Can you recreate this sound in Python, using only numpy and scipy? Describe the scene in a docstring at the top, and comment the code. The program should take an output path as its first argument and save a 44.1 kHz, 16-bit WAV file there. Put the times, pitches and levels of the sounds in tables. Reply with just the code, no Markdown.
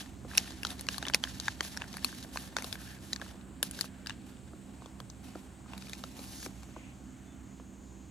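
"""Paper sheet into an album sleeve

Close by on a table, hands slide a paper sheet into a plastic album sleeve, then smooth it flat.
Creases snap as short bursts with three rings; grains and friction through paper resonances make the rustle.
Knocks ring the album's low modes; a palm swish, a soft brush and a faint squeak are shaped noise and tone.
A motor hums in harmonics over room noise, and insects far outside whirr as band noise with one clicking caller.
Two microphone ports a few centimetres apart hear the near sounds with a phase shift between them."""
import sys
import numpy as np
from scipy import signal
from scipy.fft import rfft, irfft, next_fast_len
from scipy.io import wavfile

SR = 44100
rng = np.random.default_rng(int(sys.argv[2]) if len(sys.argv) > 2 else 0)


def store_wav(level_fs):
    """Save 16-bit WAV to argv[1]."""
    pcm = np.round(np.clip(np.atleast_2d(level_fs), -1, 1) * 32767)
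    wavfile.write(sys.argv[1], SR, pcm.T.astype(np.int16))


N = 357210

# left-right balance of the room: (frequency [Hz], left over right [dB])
AIR_BALANCE = [(60, -3.5), (200, -5.5), (380, -2), (700, -.5), (1300, 0), (15000, 0)]
DULL_HZ, BRIGHT_HZ = 2200, 7500   # borders between dull, main and bright parts
SIDES = np.array([[1], [-1]])   # sign of a left-right difference: left, right


def amp(db):
    """Gain of a level in dB."""
    return 10 ** (np.asarray(db) / 20)


def rms_one(x):
    """Scaled to rms 1."""
    return x / np.sqrt(np.mean(x ** 2) + 1e-20)


def in_time(rows):
    """Each column of a curve table at every sample."""
    s, *columns = np.transpose(rows)
    return [np.interp(np.arange(N) / SR, s, column) for column in columns]


def at_hz(points, hz):
    """A spectrum table read on a log-frequency axis."""
    table_hz, values = np.transpose(points)
    return np.interp(np.log(hz), np.log(table_hz), values)


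def drift(rate_hz):
    """Slow chance: noise through a double one-pole low-pass, spread 1."""
    step = 20   # drawn at every 20th sample, then interpolated
    r = np.exp(-2 * np.pi * rate_hz * step / SR)
    slow = signal.lfilter([1], [1, -2 * r, r * r], rng.standard_normal(N // step + 4002))
    slow = rms_one(slow[4000:])   # the filter has settled
    return np.interp(np.arange(N) / step, np.arange(len(slow)), slow)


def band(x, low_hz, high_hz):
    """Band-pass."""
    return signal.sosfilt(signal.butter(2, [low_hz, high_hz], "band", fs=SR, output="sos"), x)


def resonance(x, hz, width_hz):
    """Two-pole resonance with gain 1 on top."""
    r = np.exp(-np.pi * width_hz / SR)
    poles = [1, -2 * r * np.cos(2 * np.pi * hz / SR), r * r]
    return signal.lfilter([(1 - r * r) / 2, 0, (r * r - 1) / 2], poles, x)


def modes(x, table):
    """Broad resonances in parallel with alternating signs."""
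    return sum((-1) ** k * amp(level_db) * resonance(x, hz, width_hz)
               for k, (hz, width_hz, level_db) in enumerate(table))


def stroke(start_s, stop_s, first, last, rise_s, fall_s):
    """A value that glides from start to stop, and the gate that opens and closes around it."""
    t = np.arange(N) / SR
    opening, closing = (t - start_s) / rise_s, 1 + (stop_s - t) / fall_s
    gate = np.clip(np.minimum(opening, closing), 0, 1)
    return np.interp(t, [start_s, stop_s], [first, last]), gate ** 2


def air(patchy_db):
    """Half-octave bands of stereo noise, each with its own level, flicker, likeness and balance."""
    # spectrum of room rumble and hiss before scaling to rms 1: (frequency [Hz], relative level [dB per Hz])
    spectrum = [(15, -58), (25, -29), (53, -4.5), (134, -5), (157, -26), (180, 8.5), (249, -7.5),
                (293, -4.5), (373, -20.5), (503, -19), (3430, -34.5), (5000, -40), (6740, -37),
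                (10100, -64), (16000, -98)]
    # how alike the channels are: (frequency [Hz], left-right likeness [0-1])
    likeness = [(60, 0.6), (130, 0.87), (290, 0.9), (640, 0.27), (1400, 0.53), (3100, 1), (5000, 1),
                (15000, 1)]
    out, edges = 0, 25 * 2 ** np.arange(0, 9.6, .5)
    white = rng.standard_normal((2, 2, N))   # two pairs, used in turn by neighbouring bands
    for k, (low_hz, high_hz) in enumerate(zip(edges, edges[1:])):
        mid, side = band(white[k % 2], low_hz, high_hz)
        hz = np.sqrt(low_hz * high_hz)
        alike = np.clip(at_hz(likeness, hz), 0, 1)
        lean = amp(at_hz(AIR_BALANCE, hz) / 2 * SIDES)
        pair = np.sqrt(1 + alike) * mid + np.sqrt(1 - alike) * side * SIDES
        out = out + amp(at_hz(spectrum, hz) + patchy_db * drift(2.66)) * lean * pair
    return rms_one(out)


def hum(waver_db, wander_rad):
    """Harmonics of the motor, each wavering in level and phase."""
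    # harmonics: (frequency [Hz], level under the motor's own curve [dB])
    harmonics = [(64.7, -5.5), (129.4, -12.5), (194.2, -5.5), (259, -9.5), (323.5, -14)]
    t, out = np.arange(N) / SR, 0
    for hz, level_db in harmonics:
        balance_db = at_hz(AIR_BALANCE, hz) / 2 * SIDES
        tone = np.sin(2 * np.pi * hz * t + wander_rad * drift(3.6))
        out = out + amp(level_db + waver_db * drift(6.8) + balance_db) * tone
    return out


def motor():
    """The hum and the room noise rise and fall together."""
    # motor and room: (time [s], level [dB])
    level = [(0, -49), (.67, -46.5), (1.65, -47.5), (2.9, -48.5), (3.7, -48.5), (5, -49.5), (6.1, -48.5),
             (7, -49), (8.1, -49.5)]
    room = amp(-2.0) * air(patchy_db=1.7)
    return amp(in_time(level)[0]) * (room + hum(waver_db=2.2, wander_rad=0.42))


def insects():
    """A chorus whirrs in a high band; one caller's even clicks show as lines at multiples of their rate."""
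    # distant chorus: (time [s], whirr level [dB], amplitude share of the high band [0-1])
    chorus = [(0, -66.5, 0.84), (3.4, -67.5, 1), (5.5, -66.5, 0.95), (6.6, -65, 0.7), (7.0, -67.5, 0.86),
              (8.1, -69.5, 0.8)]
    # one steady caller: (time [s], click rate [clicks per s], level of a line [dB])
    caller = [(6.5, 508, -85), (6.75, 515, -72), (7.3, 530, -71.5), (7.7, 538, -69.5), (8.1, 547, -69.5)]
    whirr_db, share = in_time(chorus)
    rate, caller_db = in_time(caller)
    cycles = np.cumsum(rate / SR) + .016 * drift(45)
    lines = sum(amp(2 * drift(7.2)) * np.sin(2 * np.pi * k * cycles) for k in range(10, 18))
    clicks = amp(caller_db) * band(band(lines, 6250, 7500), 6250, 7500)
    high = band(rng.standard_normal(N), 7000, 8600)
    low = band(rng.standard_normal(N), 5600, 7000)
    low = band(low, 6200, 8500)   # sharpens the lower edge
    share = np.clip(share, 0, 1)
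    whirr = share * rms_one(high) + np.sqrt(1 - share ** 2) * rms_one(low)
    return amp(whirr_db) * whirr + clicks


def hiss():
    """Faint smooth microphone hiss at the top, the same in both channels."""
    return amp(-80) * rms_one(band(rng.standard_normal(N), 9500, 15500))


def sliding():
    """Level of the rustle and of its dull and bright parts in dB: the pushes over the creep."""
    # the sheet is pushed or pressed, slides and stops:
    # (start [s], stop [s], level at start [dB], level at stop [dB], extra bright [dB], extra dull [dB])
    pushes = [(-.03, 0.013, -40.5, -45, -4, 3), (0.275, 0.388, -65.5, -47.5, -5, 3.5),
              (0.384, 0.582, -50.5, -60, -15, -18), (0.635, 0.712, -55.5, -57.5, -7, 4),
              (0.78, 0.825, -57, -60, -16, -12), (0.888, 0.981, -51, -53, -6, -25),
              (0.998, 1.082, -59, -58.5, -24, 2.5), (1.129, 1.151, -45.5, -47, -6, 8),
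              (1.219, 1.384, -52.5, -60.5, -8, -2), (1.395, 1.532, -54, -54, -8, -5),
              (1.617, 1.746, -49, -59, 0.5, -5), (1.779, 1.841, -65, -65.5, -26, 6.5),
              (1.865, 2.036, -64, -55, -8, -5), (2.038, 2.238, -54, -57, -5, -14),
              (2.325, 2.468, -52, -60.5, 0, -4), (2.554, 2.596, -53, -49, -9, 5),
              (2.62, 2.752, -60, -56, 2, 1.5), (2.772, 2.944, -57, -64.5, -0.5, -12),
              (3.007, 3.122, -64.5, -63, -1, -14), (3.198, 3.309, -63.5, -63, -6, -5),
              (3.631, 3.689, -47.5, -59, 0, -1), (3.7, 3.858, -59.5, -51, -1.5, -4),
              (4.058, 4.119, -63, -59.5, -22, 1.5), (4.255, 4.307, -72.5, -73, 6, -2),
              (4.801, 4.892, -79.5, -76.5, -10, 1), (5.227, 5.452, -68.5, -75, 3, 2),
              (5.676, 5.757, -72, -68, -1, 8.5), (5.772, 5.953, -62, -57.5, -4, -19),
              (5.968, 6.12, -62.5, -63.5, 1, -17), (6.155, 6.463, -69, -58, 3, -17)]
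    # slow creep of the sheet under the fingers between pushes: (time [s], level [dB])
    creep = [(0, -60.5), (.2, -76.5), (.45, -63), (2.2, -64), (3.3, -67), (3.5, -81), (4.2, -74.5),
             (5.6, -76.5), (6.2, -64), (6.7, -69.5), (7.0, -79.5), (8.1, -94.5)]
    dull_base_db, dull_follows = -39, 0.36   # the dull part follows this share of the rustle's dB
    bright_offset_db = -1   # the bright part beside the rustle
    main, uneven = amp(in_time(creep)[0]), amp(0.96 * drift(12))
    dull, bright = main, main * amp(bright_offset_db)
    for start_s, stop_s, first_db, last_db, bright_db, dull_db in pushes:
        level_db, gate = stroke(start_s, stop_s, first_db, last_db, rise_s=0.014, fall_s=0.04)
        push = gate * uneven * amp(level_db)
        main = main + push
        bright = bright + push * amp(bright_db + bright_offset_db)
        dull = dull + push * amp(dull_db / dull_follows)   # the share below undoes the division
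    main_db, dull_db, bright_db = (20 * np.log10(x) for x in (main, dull, bright))
    return main_db, dull_base_db + dull_follows * dull_db, bright_db


def sheet(x):
    """The resonances of paper in its sleeve."""
    # resonances: (frequency [Hz], width [Hz], level [dB])
    paper = [(714, 233, 10), (1728, 288, 9), (2600, 1930, 0), (3950, 1050, 6.5), (5020, 1270, 4),
             (7320, 1750, 5.5), (9120, 3400, 1.5), (14660, 820, 10)]
    return modes(x, paper)


def rustle(main_db, dull_db, bright_db, grains_per_s, size_db, clump_db, unlike):
    """Fibres catch and slip: clumped grains over smooth friction, through the sheet."""
    # ring of the air in the open sleeve: (time [s], level beside the other dull sound [dB])
    pocket_ring = [(0, -6), (2.6, -16), (2.8, 9), (2.95, 5.5), (3.05, -10), (3.2, -3), (3.3, -27),
                   (3.6, 2.5), (4.15, 1.5), (4.3, -3.5), (8.1, -6.5)]
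    born = rng.random(N) < grains_per_s * amp(clump_db * drift(60)) / SR
    size = amp(size_db * np.minimum(rng.exponential(1, N), 3.5))
    grains = born * size * rng.choice([-1, 1], N)
    # the wide contact reaches each port differently
    spread = resonance(rng.standard_normal((2, N)), 2600, 2000)
    friction = 1.3 * rms_one(grains) + rng.standard_normal(N) + unlike * spread
    friction = friction * amp(1.6 * drift(27))
    rub = sheet(friction)
    pocket = resonance(resonance(friction, 1650, 400), 1650, 400)
    pocket_gain = amp(in_time(pocket_ring)[0] + 1.5 * drift(25))
    dull = rms_one(band(rub, 360, DULL_HZ)) + pocket_gain * rms_one(pocket)
    dull = amp(dull_db) * rms_one(dull)
    main = amp(main_db + 1.2 * drift(15)) * rms_one(band(rub, DULL_HZ, BRIGHT_HZ))
    bright = amp(bright_db + 1.2 * drift(3.9)) * rms_one(band(rub, BRIGHT_HZ, 13240))
    return dull - main + bright   # neighbouring parts have opposite signs


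def crackles(moving_db, count):
    """Small creases snap at random, more often where the sheet moves harder; rows like those of the snaps."""
    likely = np.cumsum(amp(moving_db[:N - SR // 10]))
    u, g = rng.random((count, 4)), rng.standard_normal((count, 6))
    at = np.searchsorted(likely, u[:, 0] * likely[-1])
    # -47 dB where the rustle is at -55 dB, following 0.6 of its dB from there
    peak_db = -47 + 0.6 * (moving_db[at] + 55) + 3.5 * g[:, 0]
    thump_db, edge_db, pan_db = -18 + 4 * g[:, 1], -14 + 5 * g[:, 4], 4 + 3 * g[:, 5]
    low_hz, low_db = 1400 + 450 * u[:, 1], -7 + 5 * g[:, 2]
    mid_hz, mid_db = 2400 + 800 * u[:, 2], -6 + 4 * g[:, 3]
    high_hz, high_db = 3500 + 2500 * u[:, 3] ** 2, np.full(count, -3)
    return np.transpose([at / SR, peak_db, thump_db, low_hz, low_db, mid_hz, mid_db,
                         high_hz, high_db, edge_db, pan_db])


def knocks(contact_s, uneven):
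    """The album is tapped or meets the table: a soft, uneven contact rings its low modes."""
    # taps: (time [s], peak level [dB])
    taps = [(0.247, -40), (3.341, -46), (4.532, -42), (5.352, -32), (5.659, -45), (6.461, -35),
            (6.684, -47), (6.763, -34.5)]
    # modes of the album on the table: (frequency [Hz], width [Hz], level [dB])
    album = [(303, 20, 8), (369, 26, 8), (500, 64, 1.5), (696, 100, 1), (1180, 330, -3.5)]
    length = 8000
    out, t = np.zeros(N + length), np.arange(length) / SR
    for s, peak_db in taps:
        push = (1 + uneven * rng.standard_normal(length)) * t / contact_s * np.exp(-t / contact_s)
        knock = modes(band(push, 150, 1400), album)
        at = round(s * SR)
        out[at:at + length] += amp(peak_db) * knock / np.abs(knock).max()
    return out[:N]


def snaps(small_creases, rise_s, tail_s, tail_db, edge_tail_db, ring_db, unlike):
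    """A crease buckles in a millisecond burst of tiny cracks; the panels beside it ring briefly at three pitches."""
    # creases: (time [s], reference level [dB], then beside that level: thump at 366-990 Hz [dB],
    # low ring [Hz], [dB], middle ring [Hz], [dB], high ring [Hz], [dB],
    # edge over 7.5 kHz [dB]; left over right in the middle and high parts [dB])
    creases = [(0.3134, -35, -29, 1670, -1.5, 2500, -19, 5600, -16, -26, 4),
               (0.3346, -31, -15, 1600, -7, 2470, -17, 5660, -19, -26, 0.5),
               (0.3513, -21.5, -19, 1790, -19, 2580, -12, 5570, -13, -16, 1.5),
               (0.3747, -13.5, -44, 1550, -15, 2590, -18, 3700, -6, 0.5, 0),
               (0.379, -4.5, -23.5, 1770, -49, 2720, -8.5, 5700, -3.5, -33, 2.5),
               (0.5058, -28, -13.5, 1650, -16, 3370, -23, 3480, -7, -26, 8),
               (0.5204, -34, -20, 1710, -10, 3000, -22, 4010, -8, -6, 1.5),
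               (0.632, -25.5, -18, 1660, -8, 2750, -3, 5040, -3, -4.5, 5),
               (0.6496, -11.5, -23, 1410, -12.5, 3220, -14.5, 3960, -7, -40, 3),
               (0.6684, -20.5, -26, 1110, -23, 3230, -20, 3980, -6, -18, 11),
               (0.7043, -23, -38, 1690, -23, 2720, -18, 3700, -6.5, -6.5, 7),
               (0.7936, -24.5, -20, 910, -20, 2200, -19, 4200, -6.5, -15, 6),
               (0.8095, -25, -23, 1710, -22, 2990, -27, 6340, -12, 0, 2),
               (0.8674, -35, -27, 1030, -12, 2110, -8, 4600, -2, -5, 9),
               (0.8869, -11.5, -20.5, 1620, -14.5, 2830, -10.5, 4140, -5, -23, 1),
               (0.9433, -29, -29, 1650, -7.5, 3030, -7, 3910, -1, -19, 3),
               (0.9811, -20, -36, 1130, -13, 3180, -32, 4280, -4.5, -8, 11),
               (1.0265, -20.5, -12, 1570, -10, 2550, -19, 3820, -7.5, -34, 1),
               (1.0525, -24, -22, 1820, -9, 3000, -5.5, 3470, -12, -23, 5),
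               (1.0664, -20, -22, 1990, -16, 3280, -23, 3610, -8, -15, 2.0),
               (1.0725, -27.5, -5, 1670, -6, 2200, -6, 3440, -10, -23, -1),
               (1.0832, -16.5, -27, 1730, -19, 3170, -18, 3420, -4, -32, 5),
               (1.0984, -24.5, -8.5, 1570, -5, 2230, -10, 3700, -11, -11, 4),
               (1.1364, -26, -7, 1620, -9, 3030, 3, 4480, 4.5, -8, 1),
               (1.1452, -3, -22, 2080, -16, 2510, -13, 4883, -5, -10, -0.5),
               (1.2383, 0, -29.5, 1700, -27.5, 3200, -20, 4400, -16.5, -40, 0),
               (1.3991, -13.5, -26, 1590, -26.5, 3360, -30, 4400, -8.5, -31, 6),
               (1.4341, -36, -20, 1590, -17, 2940, -14, 3670, -12, -21, 3.0),
               (1.4815, -11.5, -25, 1694, -6.5, 2530, -22, 3650, -9, -26, 1),
               (1.6068, -11, -17, 1870, -13, 3160, -13, 4500, -8, -32, 2),
               (1.6488, -28.5, -10.5, 1650, -12, 2550, -20, 5540, -6, -17, -7),
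               (1.7444, -35, -13, 1830, -11, 2480, -19, 3600, -6, -14, 11),
               (1.767, -29, -14, 1530, -11, 2200, -25, 5350, -5, -14, 5),
               (1.773, -17.5, -32, 1720, -11, 2440, -28, 5440, -6.5, -15.5, 3),
               (1.8136, -30.5, -9, 1570, -6, 2200, -11, 4080, -10, -33, 10),
               (1.819, -18, -19, 1710, -11.5, 2650, -10, 3570, -14.5, -38, -1),
               (1.8402, -30.5, -16, 1560, -6, 2420, -19, 4120, -23, -29, -0.5),
               (1.9287, -31, -24, 2140, -18, 3060, -12, 5800, -8, -21, 3.5),
               (1.9405, -29, -10, 2120, -15, 2430, -15, 3480, -4, -14, 12),
               (1.9688, -20, -31, 1650, -13, 2300, -18, 4630, -11, -10, 5),
               (2.0456, -11, -26, 1154, -16.5, 2600, -13, 4280, -4.5, -4, 7),
               (2.1273, -29.5, -16, 1560, -8.5, 3120, -19, 4670, -16, -24, 4),
               (2.227, -31, -27, 1610, -17, 3280, -24, 4000, -3.5, -25, 1.5),
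               (2.2468, -35, -5.5, 1560, -7, 2500, -25, 3530, -17, -21, 1.0),
               (2.3585, -23, -12.5, 1030, -8.5, 2980, -22, 5760, -13, -24, 7),
               (2.3721, -15, -18, 1660, -13.5, 2570, -16, 4300, -7.5, -25, 4),
               (2.4395, -39, -9, 1600, -13, 2600, -17, 4300, -10, -22, 5),
               (2.5265, -41, -8, 1500, -10, 2800, -16, 3700, -10, -25, 3),
               (2.5664, -12, -16.5, 1460, -8.5, 2200, -18, 3690, -7, -39, 6),
               (2.585, -14, -19, 1840, -17, 2510, -18, 5620, -13, -23, 3),
               (2.604, -37, -12, 1340, -2, 2790, -12, 3450, -17, -17, 3),
               (2.6227, -23, -17, 1390, -19, 2200, -12, 6300, -10, -9, 6),
               (2.6436, -19, -14.5, 1190, -23, 2780, -18, 4280, -8, -15, 7),
               (2.7267, -17.5, -21.5, 1580, -19, 2410, -17, 3470, -4.5, -12, 8),
               (2.7548, -27, -16, 1610, -11, 2260, -14, 3360, -12, -20, 0.5),
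               (3.1309, -10.5, -33, 1910, -22.5, 2330, -31, 4000, -7, -28, 0),
               (3.1607, -23, -35, 1730, -12.5, 2380, -22, 4470, -5, -25, 8),
               (3.1978, -33.5, -18, 1120, -9, 2540, -17, 5860, -12, -19, 4.0),
               (3.215, -26, -16, 1680, -6.5, 3350, -18, 3610, -9, -30, 14),
               (3.2204, -33, -4, 1610, -10, 2570, -21, 3950, -22, -24, 0.5),
               (3.4114, -41, -19, 2040, -17, 2520, -12, 3680, -6.5, -19, 9),
               (3.6277, -19.5, -12, 2290, -11.5, 3270, -27, 7160, 1.5, -15, 5),
               (3.6286, -6.5, -24, 1650, -19, 2960, -19.5, 3630, -12.5, -5.5, 11),
               (3.711, -23, -33, 1550, -24, 3070, -25, 4370, -16, -2, 7),
               (3.7898, -19, -22, 1590, -16, 3270, -27, 3980, -10, -16, 6),
               (3.81, -13, -44, 1890, -18, 2480, -25, 4450, -3, -5, 21),
               (3.8426, -25.5, -11, 1610, -14, 2230, -24, 4530, -16, -24, 5),
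               (4.0608, -27, -26, 1600, -9.5, 3150, -16, 3770, -7, -11, 8),
               (4.07, -23, -38, 1630, -15, 2800, -13, 4870, -3, -22, 5),
               (4.0958, -20.5, -27, 1680, -10, 2880, -14, 3670, -8.5, -31, 9),
               (4.1053, -20.5, -28, 1680, -12.5, 2820, -15, 4040, -13, -36, 4),
               (4.8206, -42, 0.5, 950, -9, 2360, -23, 3700, -9, -16, 3.5),
               (4.859, -33, -7, 1050, -13, 3260, -18, 3450, -9, -21, 4),
               (5.0018, -23.5, -14.5, 1040, -16, 3260, -18.5, 4400, -11.5, -20, 10),
               (5.0998, -30.5, -28, 1060, -22, 3290, -24, 6550, -5.5, -27, 5),
               (5.356, -41.5, -20, 1200, -12, 2600, -16, 4670, -4, -25, 3),
               (5.7344, -29, -13, 1000, -10, 2650, -9, 3460, -9.5, -30, 3.5),
               (5.7782, -29.5, -24, 1660, -20, 2290, -17, 4000, -6.5, -6, 5),
               (5.823, -32.5, -30, 1380, -16, 2540, -13, 3720, -7, -24, 10),
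               (5.8691, -35, -17, 1430, -17, 2370, -10, 4650, -5, -18, 1.5),
               (5.8955, -32.5, -10, 1070, -9.5, 2660, -20, 3560, -4, -2, 1.5),
               (5.9327, -19, -37, 2100, -15.5, 2400, -15, 3790, -8.5, -31, 3.5),
               (5.9504, -35, -24, 931, -28, 2610, -12, 4900, -7, -24, 8),
               (6.0382, -23, -11, 1350, -12, 2940, -13, 3940, -5, -25, 2),
               (6.1918, -32, -9, 990, -23, 2400, -12, 4100, -6.5, -25, 5),
               (6.4286, -30.5, -18, 1680, -10, 2370, -15, 5700, -8, -17, 6),
               (6.4615, -25, -9.5, 1610, -12.5, 2330, -13, 5700, -9, -11, 6),
               (6.6318, -34.5, -10.5, 912, -22, 2320, -14, 7300, -9, -18, 2),
               (7.5986, -41, -3, 1080, -10, 3000, -16, 6960, -30, -28, 2.0)]
    crack_s, edge_s = 0.00063, 0.00043   # decay of the burst of cracks and of its bright edge
    ring_s, ring_shrinks = 0.0014, 0.44   # decay at 2 kHz and the power by which it shrinks with pitch
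    ring_spread = 0.11   # most that each channel's ring is shifted from the middle [turns]
    split_hz, length = 3300, 1100   # border between middle and high ring; samples in a snap
    rows = np.vstack([creases, small_creases])
    columns = np.transpose(rows)[:, :, None, None]   # axes of the sound: snap, channel, sample
    (s, peak_db, thump_db, low_hz, low_db, mid_hz, mid_db,
     high_hz, high_db, edge_db, pan_db) = columns
    t = np.arange(length) / SR
    rise = (1 - np.exp(-t / rise_s)) ** 2
    tail = np.exp(-t / tail_s)
    chance = rng.standard_normal((len(rows), 3, length))
    turns = rng.random((len(rows), 6, 1))
    shared, separate = chance[:, :1], chance[:, 1:]
    cracks = (shared + unlike * separate) * rise * (np.exp(-t / crack_s) + amp(tail_db) * tail)
    edge = shared * rise * (np.exp(-t / edge_s) + amp(edge_tail_db) * tail)
    body = sheet(cracks)
    lean = amp(pan_db / 2 * SIDES)
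    parts = [(band(cracks, 366, 990), thump_db), (band(sheet(edge), BRIGHT_HZ, 11370), edge_db)]
    rings = [(low_hz, low_db, 900, DULL_HZ), (mid_hz, mid_db, DULL_HZ, split_hz),
             (high_hz, high_db, split_hz, BRIGHT_HZ)]
    for k, (hz, level_db, bottom_hz, top_hz) in enumerate(rings):
        shift = ring_spread * (2 * turns[:, k + 3:k + 4] - 1) * SIDES
        turn = turns[:, k:k + 1] + shift
        decay = np.exp(-t / (ring_s * (2000 / hz) ** ring_shrinks))
        ring = rise * decay * np.sin(2 * np.pi * (hz * t + turn))
        part = band(body, bottom_hz, top_hz) + amp(ring_db) * ring
        parts.append((part * (lean if k else 1), level_db))   # the low part stays centred
    sound = 0
    for part, level_db in parts:
        peak = np.abs(part.mean(axis=1, keepdims=True)).max(axis=2, keepdims=True)
        sound = sound + amp(peak_db + level_db) * part / peak
    out = np.zeros((2, N + length))
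    for at, snap in zip(np.round(s.ravel() * SR).astype(int), sound):
        out[:, at:at + length] += snap
    return out[:, :N]


def brush():
    """Skin on plastic: a bright swish under the palm, a soft brush as the hand leaves."""
    # the palm swipes across, louder until it stops; then the hand lifts off
    palm_db, swipe = stroke(6.1, 6.462, -66, -47.5, rise_s=.1, fall_s=.012)
    lift_db, leave = stroke(6.68, 6.9, -62, -61.5, rise_s=.1, fall_s=.1)
    palm = rms_one(band(rng.standard_normal(N), 4000, 8500))
    lift = rms_one(band(rng.standard_normal((2, N)), 1950, 2900))
    return swipe * amp(palm_db) * palm + leave * amp(lift_db + .9 * drift(26)) * lift


def squeak():
    """A faint, thin, slightly unsteady tone that glides upward."""
    # one squeak: (start [s], stop [s], pitch at start [Hz], pitch at stop [Hz], level [dB])
    glide = (7.24, 7.34, 3480, 3540, -71)
    start_s, stop_s, first_hz, last_hz, level_db = glide
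    hz, gate = stroke(start_s, stop_s, first_hz, last_hz, rise_s=0.036, fall_s=.04)
    tone = np.sin(2 * np.pi * np.cumsum(hz) / SR + .8 * drift(40))
    return gate * amp(level_db + 3.5 * drift(30)) * tone


def ports(x):
    """The two microphone ports: left and right get opposite halves of the phase shift."""
    # a source on the table: (frequency [Hz], phase by which left leads [rad])
    left_leads = [(0, 1), (700, -0.08), (1700, 0.3), (3100, 1.14), (3900, 0), (5200, 1.58), (7900, -3.5),
                  (8600, -4), (10600, -6), (12500, -6.5), (14000, -9.5), (22050, -12)]
    size = next_fast_len(N)
    lead = np.interp(np.arange(size // 2 + 1) * SR / size, *np.transpose(left_leads))
    return irfft(rfft(x, size) * np.exp(.5j * lead * SIDES), size)[:, :N]


def scene():
    """Near handling through the two ports, over the room."""
    main_db, dull_db, bright_db = sliding()
    near = rustle(main_db, dull_db, bright_db, grains_per_s=2200, size_db=3.0, clump_db=4.0, unlike=1.87)
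    near = near + knocks(contact_s=0.0014, uneven=1.83) + brush()
    near = near + snaps(crackles(main_db, count=80), rise_s=0.0004, tail_s=0.0056, tail_db=-21.5,
                        edge_tail_db=-29.5, ring_db=-4.5, unlike=0.46)
    return ports(near) + motor() + insects() + squeak() + hiss()


def record(dry):
    """A steep low-pass cuts the top, 70 dB down from 17 kHz."""
    return signal.sosfilt(signal.cheby2(22, 70, 17000, fs=SR, output="sos"), dry)


dry = scene()
out = record(dry)
store_wav(out)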